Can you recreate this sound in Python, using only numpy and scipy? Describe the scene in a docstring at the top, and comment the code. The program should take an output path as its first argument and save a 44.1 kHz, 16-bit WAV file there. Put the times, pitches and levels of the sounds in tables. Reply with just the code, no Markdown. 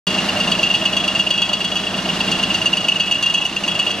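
"""Under an idling six-cylinder car, a stereo microphone close to the exhaust. Three times in every
engine cycle a loose metal part chatters against the pipe: a hard slam, a light rebound and a second
knock, all ringing near 2.8 kHz and reflecting between floor pan and ground. Behind it are the firing
pulses, the chug of the pipe, the throbbing hum of the engine and its belt drive, and a wash of
mechanical noise and hiss."""
import sys
import numpy as np
from scipy import signal
from scipy.fft import rfft, irfft
from scipy.io import wavfile
from scipy.ndimage import map_coordinates

SR = 44100
rng = np.random.default_rng(int(sys.argv[2]) if len(sys.argv) > 2 else 0)


def generate_wav(sig):
    """Save sig (samples, or channels by samples) to the path in sys.argv[1] as 16-bit PCM at SR."""
    pcm = np.round(np.clip(np.atleast_2d(sig).T, -1, 1) * 32767).astype(np.int16)
    wavfile.write(sys.argv[1], SR, pcm)


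N = 176400
TIME_S = np.arange(N) / SR


def amp(db):
    """Decibels to gain."""
    return 10 ** (np.asarray(db) / 20)


def unit_rms(x):
    """Scales to rms 1."""
    return x / np.sqrt(np.mean(x ** 2) + 1e-20)


def at_time(points, s):
    """Reads a table along time."""
    return np.interp(s, *np.transpose(points))


def at_freq(points, hz):
    """Reads a table on a log-frequency axis."""
    freq_hz, value = np.transpose(points)
    return np.interp(np.log(hz + 1), np.log(freq_hz + 1), value)


def colour(x, spectrum):
    """Filters by a spectrum table."""
    gain = amp(at_freq(spectrum, np.fft.rfftfreq(len(x), 1 / SR)))
    return irfft(rfft(x) * gain, len(x))


def wander(n, rate_hz):
    """Smooth random drift of about unit size."""
    at = np.arange(n) * rate_hz / SR
    return map_coordinates(rng.standard_normal(256), [at], order=2, mode="wrap")


def add(mix, start_s, sound):
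    """Mixes a sound in at a time."""
    part = mix[round(start_s * SR):][:len(sound)]
    part += sound[:len(part)]


def wavering_tone(phase_turns, waver):
    """A sine that drifts in phase and level."""
    phase = 2 * np.pi * (phase_turns + rng.random()) + waver * wander(N, 4.48)
    return np.sin(phase) * (1 + waver * wander(N, 6.44))


# Likeness of diffuse sound at the two sides of the microphone: freq_hz, likeness_ratio
LIKENESS = [(60, 0.55), (110, 0.94), (200, 0.98), (380, 0.85), (700, 0.87), (1290, 0.55), (2380, 0.51),
            (4400, 0.48), (8120, 0.13), (15000, 0.4)]
# Balance at the microphone: freq_hz, left_minus_right_db
BALANCE = [(60, -1), (150, -2), (380, -1.0), (950, -1.5), (2380, 0), (5980, 0.0), (15000, 1)]
def microphone(x, unrelated=None, left_lead_s=.000025):
    """Stereo pickup; a second, unrelated signal makes the sound diffuse."""
    hz = np.fft.rfftfreq(N, 1 / SR)
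    left = right = rfft(x)
    if unrelated is not None:
        shared = np.sqrt(at_freq(LIKENESS, hz))
        right = shared * left + np.sqrt(1 - shared ** 2) * rfft(unrelated)
    side = amp(at_freq(BALANCE, hz) / 2) * np.exp(1j * np.pi * hz * left_lead_s)
    return irfft(np.array([left * side, right / side]), N)


def underbody(x, t60_s=0.12):
    """Short reflections between floor pan and ground, different on each side."""
    t = np.arange(SR // 5) / SR
    taps = rng.standard_normal((2, len(t))) * (rng.random((2, len(t))) < .1)
    taps *= amp(-60 * t / t60_s) * (t > .001)
    taps /= np.linalg.norm(taps, axis=1, keepdims=True)
    return signal.fftconvolve(x[None], taps, axes=1)[:, :N]


# Hiss of the engine bay, heard from under the car: freq_hz, density_db
HISS_SPECTRUM = [(800, -12), (2000, -3.5), (3500, 1), (5000, -3.5), (7000, -10), (10000, -19.5),
                 (13000, -25.5), (16000, -38)]
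def bay_hiss(puffs):
    """Hiss that flickers and lifts with each firing."""
    air = rng.standard_normal(N) * (1 + 0.31 * puffs) * amp(wander(N, 60))
    return unit_rms(colour(air, HISS_SPECTRUM))


# Machinery all around the microphone: freq_hz, density_db
WASH_SPECTRUM = [(20, -38), (50, -33), (80, -13.5), (100, -6), (150, -6), (230, -4.5), (320, -7),
                 (430, -13), (540, -11.5), (640, -5), (850, -9), (1250, -8), (1550, -10.5), (1850, -10),
                 (2300, -18), (3000, -7.5), (5000, -69)]
def mechanical_wash():
    """The engine's moving parts blur into an even noise."""
    return unit_rms(colour(rng.standard_normal(N), WASH_SPECTRUM))


# The exhaust pipe from close by: freq_hz, density_db
CHUG_SPECTRUM = [(120, -47), (200, -4), (330, -11), (480, -27), (560, -11.5), (605, -0.5), (650, -3),
                 (720, -9), (900, -15), (2000, -46)]
def pipe_chug(cycles, cycle_s, delay_s=.087, swing_db=7):
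    """Hollow pipe noise surges once a cycle."""
    surge = amp(swing_db * np.cos(2 * np.pi * (cycles - delay_s / cycle_s)))
    return unit_rms(colour(rng.standard_normal(N), CHUG_SPECTRUM) * surge)


# Each cylinder's pulse, in firing order: level_db
CYLINDER_LEVELS = [-2.5, -2, 0.5, 2.5, 0.5, 2]
def cylinder_puffs(cycles, cycle_s, delay_s=0.005, rise_s=0.001, decay_s=0.012):
    """Envelope of six uneven exhaust pulses a cycle."""
    cylinders = len(CYLINDER_LEVELS)
    fired, fraction = np.divmod((cycles - delay_s / cycle_s) * cylinders, 1)
    since_s = fraction * cycle_s / cylinders
    strength = amp(CYLINDER_LEVELS)[fired.astype(int) % cylinders]
    return strength * (1 - np.exp(-since_s / rise_s)) * np.exp(-since_s / decay_s)


# A firing pulse, heard beside the exhaust: freq_hz, density_db
FIRING_SPECTRUM = [(40, -35), (100, -3.5), (190, 0.5), (300, -1), (430, -6.5), (550, -3), (615, -0.5),
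                   (700, 0), (820, -3.5), (1300, -5.5), (2200, -12), (5000, -22), (15000, -55)]
def firing_pulses(puffs, repeating_noise, repeat=0.67):
    """Puffs of gas whose noise partly repeats from cycle to cycle."""
    gas = repeat * repeating_noise + np.sqrt(1 - repeat ** 2) * rng.standard_normal(N)
    return unit_rms(colour(puffs * gas, FIRING_SPECTRUM))


# The belt drive, heard from under the car: pitch_hz, level_db, waver_ratio
BELT_TONES = [(166, -14.5, 0.38), (199.3, -10.5, 0.02), (330.2, -16, 0.28), (399.5, -20, 0.47),
              (457, -20, 0.3), (1039, -19, 0.43), (1826, -22, 0.6)]
def belt_drive(swell_db):
    """Belt tones swell with the engine noise; the strongest throbs against the boom."""
    return sum(amp(db + .9 * swell_db) * wavering_tone(hz * TIME_S, waver)
               for hz, db, waver in BELT_TONES)


# Swell of the exhaust's boom at the microphone: time_s, level_db
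BOOM_SWELL = [(0.1, 3), (0.5, 2.5), (0.75, -1.5), (1.0, 0.5), (1.45, -6), (1.8, 0), (2.1, 2), (2.5, 4),
              (2.8, -6.5), (3.4, -9.5), (3.75, -6), (3.95, -8)]
# Engine orders: cycle_rate_multiple, level_db, swell_ratio
ENGINE_ORDERS = [(3, -38, 0), (4, -37, 0), (6, -20, 0.42), (12, -26.5, 0.36), (18, -18, 1.4),
                 (21, -10.5, 1.04), (28, -14, 1.8), (34, -18, 0.26), (67, -23.5, 0.81), (69.3, -17.5, 0.66)]
def engine_hum(cycles):
    """Tones at whole multiples of the cycle rate, each following the boom by its own amount."""
    boom_db = at_time(BOOM_SWELL, TIME_S)
    return sum(amp(db + follow * boom_db) * wavering_tone(round(order) * cycles, waver=.15)
               for order, db, follow in ENGINE_ORDERS)


# Engine noise at the microphone: time_s, level_db
ENGINE_SWELL = [(0.1, -23.5), (0.35, -22), (0.5, -23), (0.65, -25.5), (1.1, -25.5), (1.35, -28.5),
                (1.85, -27.5), (2.1, -24), (2.35, -24), (2.55, -25.0), (2.75, -27), (3.0, -28.5),
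                (3.45, -29.5), (3.7, -27), (3.95, -27.5)]
def engine(starts_s):
    """The idle, running smoothly through the cycle starts: hum and belt in diffuse noise."""
    cycles = np.polyval(np.polyfit(starts_s, np.arange(len(starts_s)), deg=3), TIME_S)
    cycle_s = np.mean(np.diff(starts_s))
    level_db = at_time(ENGINE_SWELL, TIME_S)
    swell_db = level_db - level_db.mean()
    tones = np.sqrt(2) * amp(level_db.mean()) * (engine_hum(cycles) + belt_drive(swell_db))
    puffs = cylinder_puffs(cycles, cycle_s)
    one_cycle = rng.standard_normal(SR // 9)
    looped = one_cycle[(cycles % 1 * (len(one_cycle) - 1)).astype(int)]

    def noise(repeating_noise):
        """Firing, chug, wash and hiss, drawn afresh on each call."""
        low = amp(-7) * firing_pulses(puffs, repeating_noise)
        low += amp(-10.5) * pipe_chug(cycles, cycle_s) + amp(-4) * mechanical_wash()
        return amp(level_db) * low + amp(-30.5 + 0.85 * swell_db) * bay_hiss(puffs)

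    return microphone(noise(looped) + tones, unrelated=noise(looped[::-1]))


BLOW_N, CHATTER_S = SR // 4, 0.015
BLOW_TIME_S = np.arange(BLOW_N) / SR
CONTACT_RISE = (1 - np.exp(-BLOW_TIME_S / 0.00056)) ** 2
RING_BUILD = 1 - np.exp(-(BLOW_TIME_S / 0.0045) ** 2)  # long rings build up during the chatter
def unit_blow(x):
    """Scales to the energy of one chatter at rms 1."""
    return x * np.sqrt(CHATTER_S * SR / (np.sum(x ** 2) + 1e-20))


def mode(hz, t60_s):
    """One dying vibration of the metal."""
    return amp(-60 * BLOW_TIME_S / t60_s) * np.sin(2 * np.pi * (hz * BLOW_TIME_S + rng.random()))


def chatter(contacts_per_s=900, spread_db=4.5):
    """Force on the part: a sharp first touch, then a burst of random contacts."""
    contacts = (rng.random(BLOW_N) < contacts_per_s / SR) * rng.standard_normal(BLOW_N)
    contacts *= amp(spread_db * rng.standard_normal(BLOW_N)) * np.exp(-(BLOW_TIME_S / CHATTER_S) ** 4)
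    contacts[1] = 2.1  # first touch
    return contacts


# Metal clashing on the pipe, close up: freq_hz, density_db
CLASH_SPECTRUM = [(200, -8), (900, 8.5), (2000, -5), (3100, -3), (4400, -6), (6500, -5.5), (9000, -11.5),
                  (12000, -20), (16000, -34)]
def clash(contacts, scatter_s=0.0039, fade_s=0.0096):
    """Each contact scatters into a short, dry noise."""
    scatter = rng.standard_normal(BLOW_N) * np.exp(-BLOW_TIME_S / scatter_s)
    noise = colour(signal.fftconvolve(contacts, scatter)[:BLOW_N], CLASH_SPECTRUM)
    return unit_blow(noise * CONTACT_RISE * np.exp(-BLOW_TIME_S / fade_s))


# The first touch, close up: freq_hz, density_db
TICK_SPECTRUM = [(1000, -15), (4000, 0), (6500, -1), (9000, -4), (12000, -10), (16000, -28)]
def tick(fade_s=0.0014):
    """A bright snap as the part meets the pipe."""
    noise = colour(rng.standard_normal(BLOW_N), TICK_SPECTRUM)
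    return unit_blow(noise * CONTACT_RISE * np.exp(-BLOW_TIME_S / fade_s))


# Main tone of the part, drifting slightly in pitch over time: time_s, pitch_hz
MAIN_PITCH = [(0.1, 2819), (1.1, 2843), (1.6, 2851), (2.5, 2820), (2.7, 2852), (3.9, 2843)]
def main_tone(start_s, level_db, linger_db, rise_s=.0034, fall_s=.0024, t60_s=0.18):
    """The part sounds roughly while it is shaken, then rings on."""
    t = BLOW_TIME_S
    hold_s = .0135 * rng.uniform(0.69, 1.45)
    swell = (1 - np.exp(-t / rise_s)) / (1 + np.exp(np.minimum((t - hold_s) / fall_s, 20)))
    hz = at_time(MAIN_PITCH, start_s) + 13.6 * rng.standard_normal() + 30 * swell * wander(BLOW_N, 254)
    shaken = amp(level_db - 0.5) * unit_blow(swell * (1 + .14 * wander(BLOW_N, 410)))
    lingering = amp(linger_db + 5) * unit_blow(RING_BUILD * amp(-60 * t / t60_s))
    phase = 2 * np.pi * (np.cumsum(hz) / SR + rng.random())
    return np.sqrt(2) * np.hypot(shaken, lingering) * np.sin(phase)


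# Five families of modes of the loose part, close up: pitch_hz, level_db, t60_s
BODY_MODES = [(2620, -12.5, 0.085), (2720, -9.5, 0.041), (2802, -14.5, 0.025), (2908, -15, 0.073)]
CLANK_MODES = [(3684, -9, 0.045), (4220, -12, 0.053), (4442, -3.5, 0.045), (4714, -3, 0.058)]
TINKLE_MODES = [(6020, -3.5, 0.088), (6430, 0.5, 0.045), (6494, -9, 0.023), (7080, -11.5, 0.05),
                (7518, -13.5, 0.091), (7710, -10.5, 0.11), (8750, -9.5, 0.035), (10100, -11.5, 0.04),
                (11500, -20, 0.035)]
LINGER_MODES = [(2616, -5.5, 0.31), (2770, -5.5, 0.31), (2887, -12, 0.25)]
RING_MODES = [(3330, 3, 0.15), (3293, -6, 0.077), (3334, -9, 0.12)]
def blow(start_s, level_db, linger_db, ring_db, clank_db, tinkle_db, scatter_hz=5.15):
    """One blow on the pipe: contacts strike the short modes while the long rings build up."""
    contacts = chatter()
    out = np.zeros(BLOW_N)
    for modes, db in ((BODY_MODES, level_db), (CLANK_MODES, clank_db), (TINKLE_MODES, tinkle_db)):
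        for hz, mode_db, t60_s in modes:
            struck = signal.fftconvolve(contacts, CONTACT_RISE * mode(hz, t60_s))[:BLOW_N]
            out += amp(db + mode_db) * unit_blow(struck)
    for modes, db in ((LINGER_MODES, linger_db), (RING_MODES, ring_db)):
        for hz, mode_db, t60_s in modes:
            ringing = RING_BUILD * mode(hz + scatter_hz * rng.standard_normal(), t60_s)
            out += amp(db + mode_db) * unit_blow(ringing)
    out += amp((clank_db + tinkle_db) / 2 + 1) * clash(contacts)
    out += amp(tinkle_db - 5) * tick()
    return out + main_tone(start_s, level_db, linger_db)


# The loose part right by the microphone, one row per engine cycle:
# start_s, slam_db, rebound_db, knock_db, linger_db, ring_db, clank_db, tinkle_db
RATTLE_CYCLES = [(0.068, -18.5, -22.5, -21, -29, -27, -25.5, -36),
                 (0.177, -20.5, -36, -31, -26, -36.5, -34, -41),
                 (0.287, -17.5, -33, -22.5, -45, -39, -30.0, -41),
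                 (0.4, -18, -22.5, -21, -31, -33, -28, -39.5), (0.515, -15, -22, -19, -29, -25.5, -25, -35),
                 (0.628, -14.5, -19.5, -17, -22.5, -28.5, -27.5, -35.5),
                 (0.739, -15, -28, -20.5, -21.5, -27, -27.5, -38),
                 (0.8522, -16.5, -31, -19.5, -20, -27.5, -30.0, -38),
                 (0.965, -16.5, -22.5, -19, -38, -25, -27.5, -35),
                 (1.077, -16.5, -24, -16.5, -28.5, -27.5, -28.5, -37),
                 (1.191, -14.5, -49, -18, -22.5, -28, -29.5, -36.5),
                 (1.304, -17, -22.5, -18.5, -21, -23, -27, -36), (1.417, -20, -27, -23, -23, -23, -26, -37),
                 (1.53, -15.5, -27, -19, -27.5, -26.5, -25.5, -37.5),
                 (1.642, -19, -29, -21.0, -28, -25.5, -29, -38),
                 (1.755, -18, -24.5, -24.5, -37, -23.5, -31, -37),
                 (1.867, -20, -27, -21.5, -41, -31.5, -34.5, -48),
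                 (1.979, -24, -37, -24.5, -32, -34, -34, -46.0),
                 (2.089, -16.5, -29.0, -25, -30, -33, -37, -42),
                 (2.202, -17, -24.5, -20.5, -32, -27, -29, -38.5),
                 (2.314, -17, -25, -20.0, -28, -27, -26.5, -37),
                 (2.428, -16, -28, -19, -27, -30, -29.5, -38.5),
                 (2.542, -16.5, -23, -17.5, -35, -34, -28, -34.5),
                 (2.656, -13, -33, -15, -23.5, -32, -29.5, -35),
                 (2.769, -17.5, -22, -19.5, -23.5, -32, -29.5, -36.5),
                 (2.883, -11, -17, -16.5, -24, -32, -30.5, -33.5),
                 (2.997, -16, -26, -22.5, -19, -26.5, -27, -36.5),
                 (3.111, -18.5, -23, -26.5, -17, -28, -31.5, -33.5),
                 (3.225, -17.5, -18, -20.5, -23, -27.5, -28.5, -32.5),
                 (3.339, -14.5, -17.5, -18.5, -22, -26, -34.5, -33.5),
                 (3.451, -17, -26.5, -27.5, -30, -39.5, -36, -35.5),
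                 (3.562, -20.0, -32, -21, -33, -37, -34, -39),
                 (3.677, -19.5, -24.5, -22, -25.5, -25, -31.5, -36),
                 (3.791, -15.5, -23, -16.5, -21, -29, -29, -36),
                 (3.903, -22.5, -27, -27.5, -29.5, -29, -33, -40)]
def rattle(rebound_s=.0345, knock_s=.0725):
    """Slam, rebound and second knock in each cycle; the lighter blows are duller and ring less."""
    out = np.zeros(N)
    for start_s, slam_db, rebound_db, knock_db, linger_db, ring_db, clank_db, tinkle_db in RATTLE_CYCLES:
        add(out, start_s, blow(start_s, slam_db, linger_db, ring_db, clank_db, tinkle_db))
        for delay_s, db in ((rebound_s, rebound_db), (knock_s, knock_db)):
            softer_db = min(db - slam_db, 0)
            damp_db, dull_db = softer_db - 1, 1.16 * softer_db - 3.5
            lighter = blow(start_s, db, linger_db + damp_db, ring_db + damp_db,
                           clank_db + dull_db, tinkle_db + dull_db)
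            add(out, start_s + delay_s, lighter)
    return out


def scene():
    """Reflections under the car, the engine and the rattle close by."""
    metal = rattle()
    starts_s = [row[0] for row in RATTLE_CYCLES]
    return amp(-14) * underbody(metal) + engine(starts_s) + microphone(metal)


def record(dry, start_s=.068, cutoff_hz=15700):
    """The sound cuts in abruptly, and a steep low-pass takes off the highest treble."""
    gate = np.clip((TIME_S - start_s) * 1000, 0, 1)
    lowpass = signal.firwin(511, cutoff_hz, window=("kaiser", 9), fs=SR)
    return signal.oaconvolve(dry * gate, lowpass[None], "same")


dry = scene()
out = record(dry)
generate_wav(out)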